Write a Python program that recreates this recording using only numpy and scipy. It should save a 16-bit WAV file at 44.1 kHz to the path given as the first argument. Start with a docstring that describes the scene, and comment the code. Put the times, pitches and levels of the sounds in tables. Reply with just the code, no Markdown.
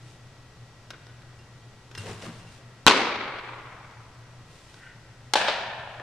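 """In a large warehouse a pitcher throws from a portable mound: clothes swish, soles scuff, the stride thumps.
The ball pops into the catcher's mitt, loud enough to overload the microphone; the return smacks into his own glove.
Leather is damped sines plus a noise crack. Floor, stacked boxes and walls return echoes, and the hall rings on
as noise dying band by band. Light taps and clinks are close; mains hum and ventilation lie behind."""
import sys
import numpy as np
from scipy import signal
from scipy.fft import rfft, irfft, next_fast_len
from scipy.io import wavfile

SR = 44100
rng = np.random.default_rng(int(sys.argv[2]) if len(sys.argv) > 2 else 0)


def log_audio(samples):
    """Write samples as a 16-bit WAV file to the path given in sys.argv[1]."""
    # one column per channel
    frames = np.atleast_2d(samples).T
    # limit to full scale, then quantise
    limited = np.clip(frames, -1, 1)
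    pcm = np.round(limited * 32767).astype(np.int16)
    wavfile.write(sys.argv[1], SR, pcm)


N = 265477


def pops():
    """Pitch into the mitt, return into the glove; pallets behind the catcher answer the mitt at once, the glove late."""
    # leather pocket resonances: pitch_hz, level_db (relative), t60_s
    mitt_modes = [(79.5, -22, 0.1), (277, -17, 0.034), (483, -9.5, 0.0077), (1027, 1.5, 0.013),
                  (2960, -6.5, .006), (4020, -3.5, 0.01), (7530, -8, 0.0032)]
    glove_modes = [(404, -35, 0.026), (580, -16.5, 0.025), (857, -9, 0.033), (1410, -21, 0.012),
                   (3560, -21, 0.018), (5500, -30, 0.0059)]
    # colour of the leather's crack: frequency_hz, level_db (relative, per Hz)
    mitt_crack = [(88, -40), (150, -7), (431, -9.5), (1040, -6), (1210, -11), (1500, -2), (1830, -16.5),
                  (3160, -7), (6260, -19.5), (7180, -22), (12700, -40), (16000, -56)]
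    glove_crack = [(150, -32), (250, -10), (968, -2.5), (2360, -4.5), (3940, -2.5), (4370, -4.5),
                   (7060, -16), (7690, -15), (11800, -25), (15000, -67)]
    # colour of what the hall gives back: frequency_hz, level_db (relative, per Hz)
    mitt_hall = [(100, -33), (190, -11.5), (250, -3.5), (390, -1), (680, -8.5), (960, -3.5), (1400, -4.5),
                 (1750, -8), (2200, -4.5), (3000, -10), (4100, -9.5), (6500, -18), (10500, -31),
                 (13500, -71)]
    glove_hall = [(120, -45), (200, -11.5), (329, -19), (373, -8), (504, -8.5), (561, 0), (707, 0),
                  (956, -2), (1160, -10.5), (1780, -2), (2020, -12.5), (2410, -6), (3890, -8.5),
                  (8980, -23), (14000, -47)]
    # echoes off floor, boxes and walls: delay_s, level_db, roughness of the face (0-1)
    mitt_echoes = [(.0072, -1, .9), (0.011, -2, 0.5), (.0145, 0.5, 0.47), (0.0358, -7, 0.08), (.045, -1, 0),
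                   (.0702, -10.5, 0.01), (.52, -30.5, 0.3)]
    glove_echoes = [(.0195, 2.5, 0.01), (.032, -6, .02), (.076, -10, .03), (.1473, -5.5, 0.043)]

    pitch = catch(2.8658, mitt_echoes, mitt_modes, mitt_crack, pocket_db=1.5, crack_db=-4, crack_t60=0.018,
                  sink_s=.0002, bass_hz=116, echo_bass_hz=440, spread=0.41)
    pitch += wash(2.8785, mitt_crack, level_db=-10.0, t60=0.092, bass_hz=800, edge_hz=10000)
    pitch += reverberation(2.876, mitt_hall, level_db=-21, build_s=.005,
                           aisle_db=3, aisle_t60=0.82, clump_db=1.52)
    back = catch(5.3362, glove_echoes, glove_modes, glove_crack, pocket_db=-5.5, crack_db=-10, crack_t60=0.035,
                 sink_s=.0016, bass_hz=400, echo_bass_hz=380, spread=.45)
    back += wash(5.4755, glove_crack, level_db=-23, t60=0.55, bass_hz=330, edge_hz=4000)
    back += reverberation(5.353, glove_hall, level_db=-25.0, build_s=0.0015,
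                          aisle_db=-2, aisle_t60=1.0, clump_db=1.0)
    return pitch + back


def catch(s, echoes, pocket, crack, pocket_db, crack_db, crack_t60, sink_s, bass_hz, echo_bass_hz, spread):
    """Leather cracks, the ball sinks in, the pocket rings; flat faces return the ring, rough ones scatter the crack."""
    # the longer its way, the duller and more smeared an echo; far_s is the delay over which this sets in
    far_s, near_edge_hz, far_edge_hz, smear_s = 0.023, 10000, 3500, 0.061
    out, t = np.zeros((2, N)), np.arange(SR // 4) / SR
    thud = ring(pocket, t)
    slap = noise(crack, len(t), spread) * dying(t, crack_t60)
    add(out, s, from_db(crack_db) * thin(dull(slap, near_edge_hz), bass_hz))
    add(out, s + sink_s, from_db(pocket_db) * thin(thud, bass_hz))
    for delay, db, rough in echoes:
        far = 1 - np.exp(-delay / far_s)
        scattered = noise(crack, len(t), spread) * dying(t, crack_t60 + smear_s * far ** 2)
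        echo = np.sqrt(1 - rough) * thud + np.sqrt(rough) * scattered
        echo = thin(echo, echo_bass_hz)   # small faces reflect little bass
        edge_hz = near_edge_hz * (far_edge_hz / near_edge_hz) ** far
        add(out, s + delay, from_db(db) * dull(echo, edge_hz))
    return out


def wash(s, crack, level_db, t60, bass_hz, edge_hz):
    """A stack of pallets scatters the crack into a dense, decaying wash."""
    out, t = np.zeros((2, N)), np.arange(SR // 2) / SR
    scattered = noise(crack, len(t), spread=0.48) * dying(t, t60)
    add(out, s, from_db(level_db) * thin(dull(scattered, edge_hz), bass_hz))
    return out


def reverberation(s, spectrum, level_db, build_s, aisle_db, aisle_t60, clump_db):
    """Dense scatter from the nearby boxes fades fast and leaves the slow tail of the whole hall."""
    out, tail = np.zeros((2, N)), hall_tail(spectrum)
    t = np.arange(tail.shape[1]) / SR
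    tail *= uneven(len(t), clump_db, rate_hz=70)   # reflections arrive in clumps
    build_up = 1 - np.exp(-t / build_s)
    aisle = 1 + from_db(aisle_db) * dying(t, aisle_t60)
    add(out, s, from_db(level_db) * tail * build_up * aisle)
    return out


def hall_tail(spectrum, size=2 ** 17, count=16):
    """Diffuse sound dying band by band, each at its own rate: the air takes the treble."""
    # how long the hall rings: frequency_hz, t60_s
    hall_t60 = [(120, 3.25), (250, 1.18), (500, 2), (1000, 2.49), (2000, 2.11), (4000, 1.43), (6500, 0.66),
                (12000, 0.51)]
    t, hz = np.arange(size) / SR, np.arange(size // 2 + 1) * SR / size
    field = rfft(noise(spectrum, size))
    centres = np.geomspace(100, 14000, count)
    # neighbouring bands crossfade, so their shares add up to one
    return sum(irfft(field * np.interp(hz, centres, share)) * dying(t, at_hz(hall_t60, centre))
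               for centre, share in zip(centres, np.eye(count)))


def pitcher(wet_db=-12.02):
    """The small sounds of the throw and a faint, rough, distant squeak, with their share of the hall."""
    # the squeak's noise bands: pitch_hz, width_hz, level_db
    squeak = [(1490, 240, -54.5), (1920, 280, -53), (2520, 1100, -58)]
    dry = knocks() + rubbing()
    dry += swell(4.865, 0.067) * sum(from_db(db) * tone(hz, width) for hz, width, db in squeak)
    hall = hall_tail([(100, -3.5), (1500, 0), (5000, -5), (12000, -17)])
    hall *= from_db(wet_db) / np.sqrt(np.sum(hall[0] ** 2))   # level set by the left channel's energy
    return dry + signal.fftconvolve(dry.mean(axis=0)[None], hall, axes=1)[:, :N]


def knocks():
    """Light contacts, ringing metal and thumps on the hollow mound, and a dull step on the way back."""
    # light taps of ball, glove and shoes: start_s, level_db
    tap_times = [(.9048, -32.5), (1.0678, -45.5), (1.22, -48.5), (1.9138, -41), (1.9507, -35),
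                 (1.9765, -36), (2.2226, -38.5), (3.9106, -47), (4.742, -44)]
    # a small metal thing, perhaps a necklace: start_s, level_db
    clinks = [(1.39, -55), (1.951, -50), (1.98, -41), (2.406, -57), (2.47, -54.5)]
    # its resonances: pitch_hz, level_db (relative), t60_s
    clink_modes = [(2760, 1, 0.19), (5180, 5, 0.044), (8500, 0.5, .045), (10000, -11, .06),
                   (12700, -9, .04)]
    # feet load the mound, heel low and toe higher: start_s, level_db, push_centre_hz
    footfalls = [(1.976, -33.5, 95), (2.085, -37.5, 99), (2.27, -34, 216)]
    # resonances of the hollow mound: pitch_hz, level_db (relative), t60_s
    mound = [(101, 0, 0.34), (168, 0, 0.27), (227.5, -5, 0.24), (306, -0.5, 0.13)]
    push_octaves, sole_s = 0.7, 0.0046   # breadth of a push; time over which a sole loads the board

    out, t = np.zeros((2, N)), np.arange(SR // 2) / SR
    for s, db in tap_times:
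        t60 = 0.048 * 2 ** ((db + 29.5) / 16)   # a harder tap lasts longer: twice as long per 16 dB
        add(out, s, tap(db, t60, edge_hz=11500))
        add(out, s + .029, tap(db - 7.5, t60=0.1, edge_hz=2500))   # dull clatter off the boxes
    for s, db in clinks:
        edge_hz = 10000 * 2 ** ((db + 41.5) / 11)   # a harder clink is brighter: an octave per 11 dB
        add(out, s, from_db(db) * dull(ring(clink_modes, t), edge_hz))
    for s, db, push_hz in footfalls:
        board = sum(ring([mode], t) / (1 + (np.log2(mode[0] / push_hz) / push_octaves) ** 4)
                    for mode in mound)
        add(out, s, from_db(db) * board * (1 - np.exp(-t / sole_s)))   # a soft sole loads it gradually
    add(out, 5.9975, tap(db=-30.5, t60=.038, edge_hz=1900))
    return out


def tap(db, t60, edge_hz):
    """A brief contact of leather or rubber: a decaying burst of coloured noise."""
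    # its colour: frequency_hz, level_db (relative, per Hz)
    tap_colour = [(150, -30), (330, 3.5), (800, -12.5), (1500, 2), (2700, -8.5), (3700, -1.5),
                  (4400, -10.5), (5400, -5.5), (8000, -22.5), (11000, -25.5), (15000, -30)]
    t = np.arange(SR // 4) / SR
    return from_db(db) * dull(noise(tap_colour, len(t), spread=0.4) * dying(t, t60), edge_hz)


def rubbing(grain_db=1.6, grain_hz=120, judder_db=-4.5):
    """Soles drag on the turf and cloth slides; each move swells and fades, catching and slipping unevenly."""
    # soles drag and judder, lower as they slow: centre_s, level_db, half_length_s, judder_hz, fall_octaves_per_s
    scuffs = [(2.087, -42, 0.065, 429.7, 3), (2.259, -42.5, 0.053, 380, 19)]
    # cloth moving with the body: centre_s, level_db, half_length_s
    swishes = [(.093, -59.5, 0.081), (1.997, -52.5, 0.027), (2.09, -47, 0.09), (2.248, -48, 0.047),
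               (2.363, -55, .09), (2.538, -57, 0.062), (4.553, -60, 0.083), (4.74, -59.5, 0.14)]
    # colours of turf and of cloth: frequency_hz, level_db (relative, per Hz)
    turf_colour = [(120, -14), (200, 5.5), (323, -10.5), (503, -7), (553, -3), (1970, -10.5), (2790, -13),
                   (3500, -28), (4550, -49), (7700, -120)]
    cloth_colour = [(1180, -26.5), (2000, -4), (2790, -1.5), (3420, -2), (8050, -8), (9630, -11.5),
                    (14000, -31)]
    grit = noise(turf_colour, N, spread=.7)
    soles = sum(from_db(db) * swell(s, length) * (grit + from_db(judder_db) * judder(s, hz, fall))
                for s, db, length, hz, fall in scuffs)
    moves = sum(from_db(db) * swell(s, length) for s, db, length in swishes)
    cloth = moves * noise(cloth_colour, N, spread=0.8)
    return uneven(N, grain_db, grain_hz) * (soles + cloth)


def judder(s, hz, fall):
    """Rough stick and slip whose rate falls as the sole slows around time s; rms 1."""
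    rate = hz * 2 ** (-fall * np.clip(np.arange(N) / SR - s, -.1, .1))
    roughness = dull(rng.standard_normal(N), 65)
    return rms_one(roughness * np.sin(2 * np.pi * np.cumsum(rate) / SR))


def building(air_db=-52, drone_db=-55):
    """Transformers hum, fans drone and whine faintly, and air rushes through the ducts."""
    # mains hum and fan tones: pitch_hz, level_db (rms), waver_hz
    hum_lines = [(118.7, -56, 0.8), (365, -85, 1), (860, -78, 2), (1338, -71, 1.1), (1923, -68, 2.55),
                 (2510, -83, 2.4), (7900, -83, 20)]
    # colour of the air in the ducts: frequency_hz, level_db (relative, per Hz)
    air_colour = [(20, -5), (45, -10), (90, -3.5), (150, -5), (210, -12.5), (500, -15), (1000, -17.5),
                  (1500, -20), (2000, -22), (3500, -24), (5600, -26), (10000, -37.5), (12500, -44.5),
                  (15000, -64)]
    lines = sum(from_db(db) * whine(hz, waver) for hz, db, waver in hum_lines)
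    drone = from_db(drone_db) * tone(hz=121.2, width_hz=22)
    return lines + drone + from_db(air_db) * noise(air_colour, N)


def whine(hz, waver_hz):
    """A steady tone whose pitch wanders a little, rms 1."""
    pitch = hz + waver_hz * rms_one(dull(rng.standard_normal(N), 12))
    return np.sqrt(2) * np.sin(2 * np.pi * np.cumsum(pitch) / SR)


def noise(spectrum, size, spread=1):
    """Coloured stereo noise, rms 1; spread 1 comes from all around, 0 from straight ahead."""
    # how alike diffuse sound is left and right: frequency_hz, likeness (0-1)
    likeness = [(30, 0.98), (130, 1), (500, 0.92), (1000, 0.87), (2000, 0.64), (4000, 0.25), (9000, 0.039)]
    padded = next_fast_len(size)
    hz = np.arange(padded // 2 + 1) * SR / padded
    mid, side = rfft(rng.standard_normal((2, padded))) * from_db(at_hz(spectrum, hz))
    alike = np.clip(1 - spread * (1 - at_hz(likeness, hz)), 0, 1)
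    stereo = np.sqrt(1 + alike) * mid + np.sqrt(1 - alike) * side * [[1], [-1]]
    return rms_one(irfft(stereo, padded)[:, :size])


def tone(hz, width_hz):
    """Noise in one resonance, rms 1."""
    padded = next_fast_len(N)
    offset = (np.arange(padded // 2 + 1) * SR / padded - hz) / width_hz
    band = rfft(rng.standard_normal(padded)) / (1 + (2 * offset) ** 4)
    return rms_one(irfft(band, padded)[:N])


def ring(modes, t):
    """Damped sines after one blow."""
    return sum(from_db(db) * np.sin(2 * np.pi * hz * t) * dying(t, t60) for hz, db, t60 in modes)


def dying(t, t60):
    """A decay of 60 dB in t60 seconds."""
    return np.exp(-np.log(1000) * t / t60)


def swell(s, length):
    """A smooth rise and fall around time s, down to 1/e at length seconds either side."""
    return np.exp(-((np.arange(N) / SR - s) / length) ** 2)


def uneven(size, depth_db, rate_hz):
    """A randomly rising and falling gain, rms 1."""
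    return rms_one(from_db(depth_db * rms_one(dull(rng.standard_normal(size), rate_hz))))


def dull(x, edge_hz):
    """Take the treble away."""
    return signal.sosfilt(signal.butter(2, edge_hz, fs=SR, output="sos"), x)


def thin(x, edge_hz):
    """Take the bass away."""
    return signal.sosfilt(signal.butter(2, edge_hz, "high", fs=SR, output="sos"), x)


def add(out, s, sound):
    """Mix a sound in from time s."""
    start = round(s * SR)
    out[:, start:start + sound.shape[-1]] += sound[..., :N - start]


def at_hz(points, hz):
    """Read a table on a log-frequency axis."""
    table_hz, values = np.array(points).T
    return np.interp(np.log(hz + 1e-9), np.log(table_hz), values)


def from_db(db):
    """Decibels to amplitude."""
    return 10 ** (np.asarray(db) / 20)


def rms_one(x):
    """Scale to an rms of 1."""
    return x / np.sqrt(np.mean(x ** 2) + 1e-20)


def scene(left_db=0.68):
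    """Everything at the microphone, leaning slightly to the left."""
    return (pops() + pitcher() + building()) * from_db([[left_db], [-left_db]])


def record(dry, threshold_db=-9, squeeze=0.28, release_db_per_s=14, attack_s=0.014, cutoff_hz=16300):
    """Gain control ducks after a loud peak and recovers slowly; the first peaks clip; the top is cut."""
    fall = release_db_per_s * np.arange(N) / SR   # how fast the held excess, before the squeeze, is let go
    peak = np.minimum(np.abs(dry).max(axis=0), 1)
    over = np.maximum(20 * np.log10(peak + 1e-9) - threshold_db, 0)
    held = np.maximum.accumulate(over + fall) - fall
    r = np.exp(-1 / (attack_s * SR))
    ducked = dry * from_db(-squeeze * signal.lfilter([1 - r], [1, -r], held))
    return signal.sosfilt(signal.cheby2(12, 70, cutoff_hz, fs=SR, output="sos"), np.clip(ducked, -1, 1))


dry = scene()
out = record(dry)
log_audio(out)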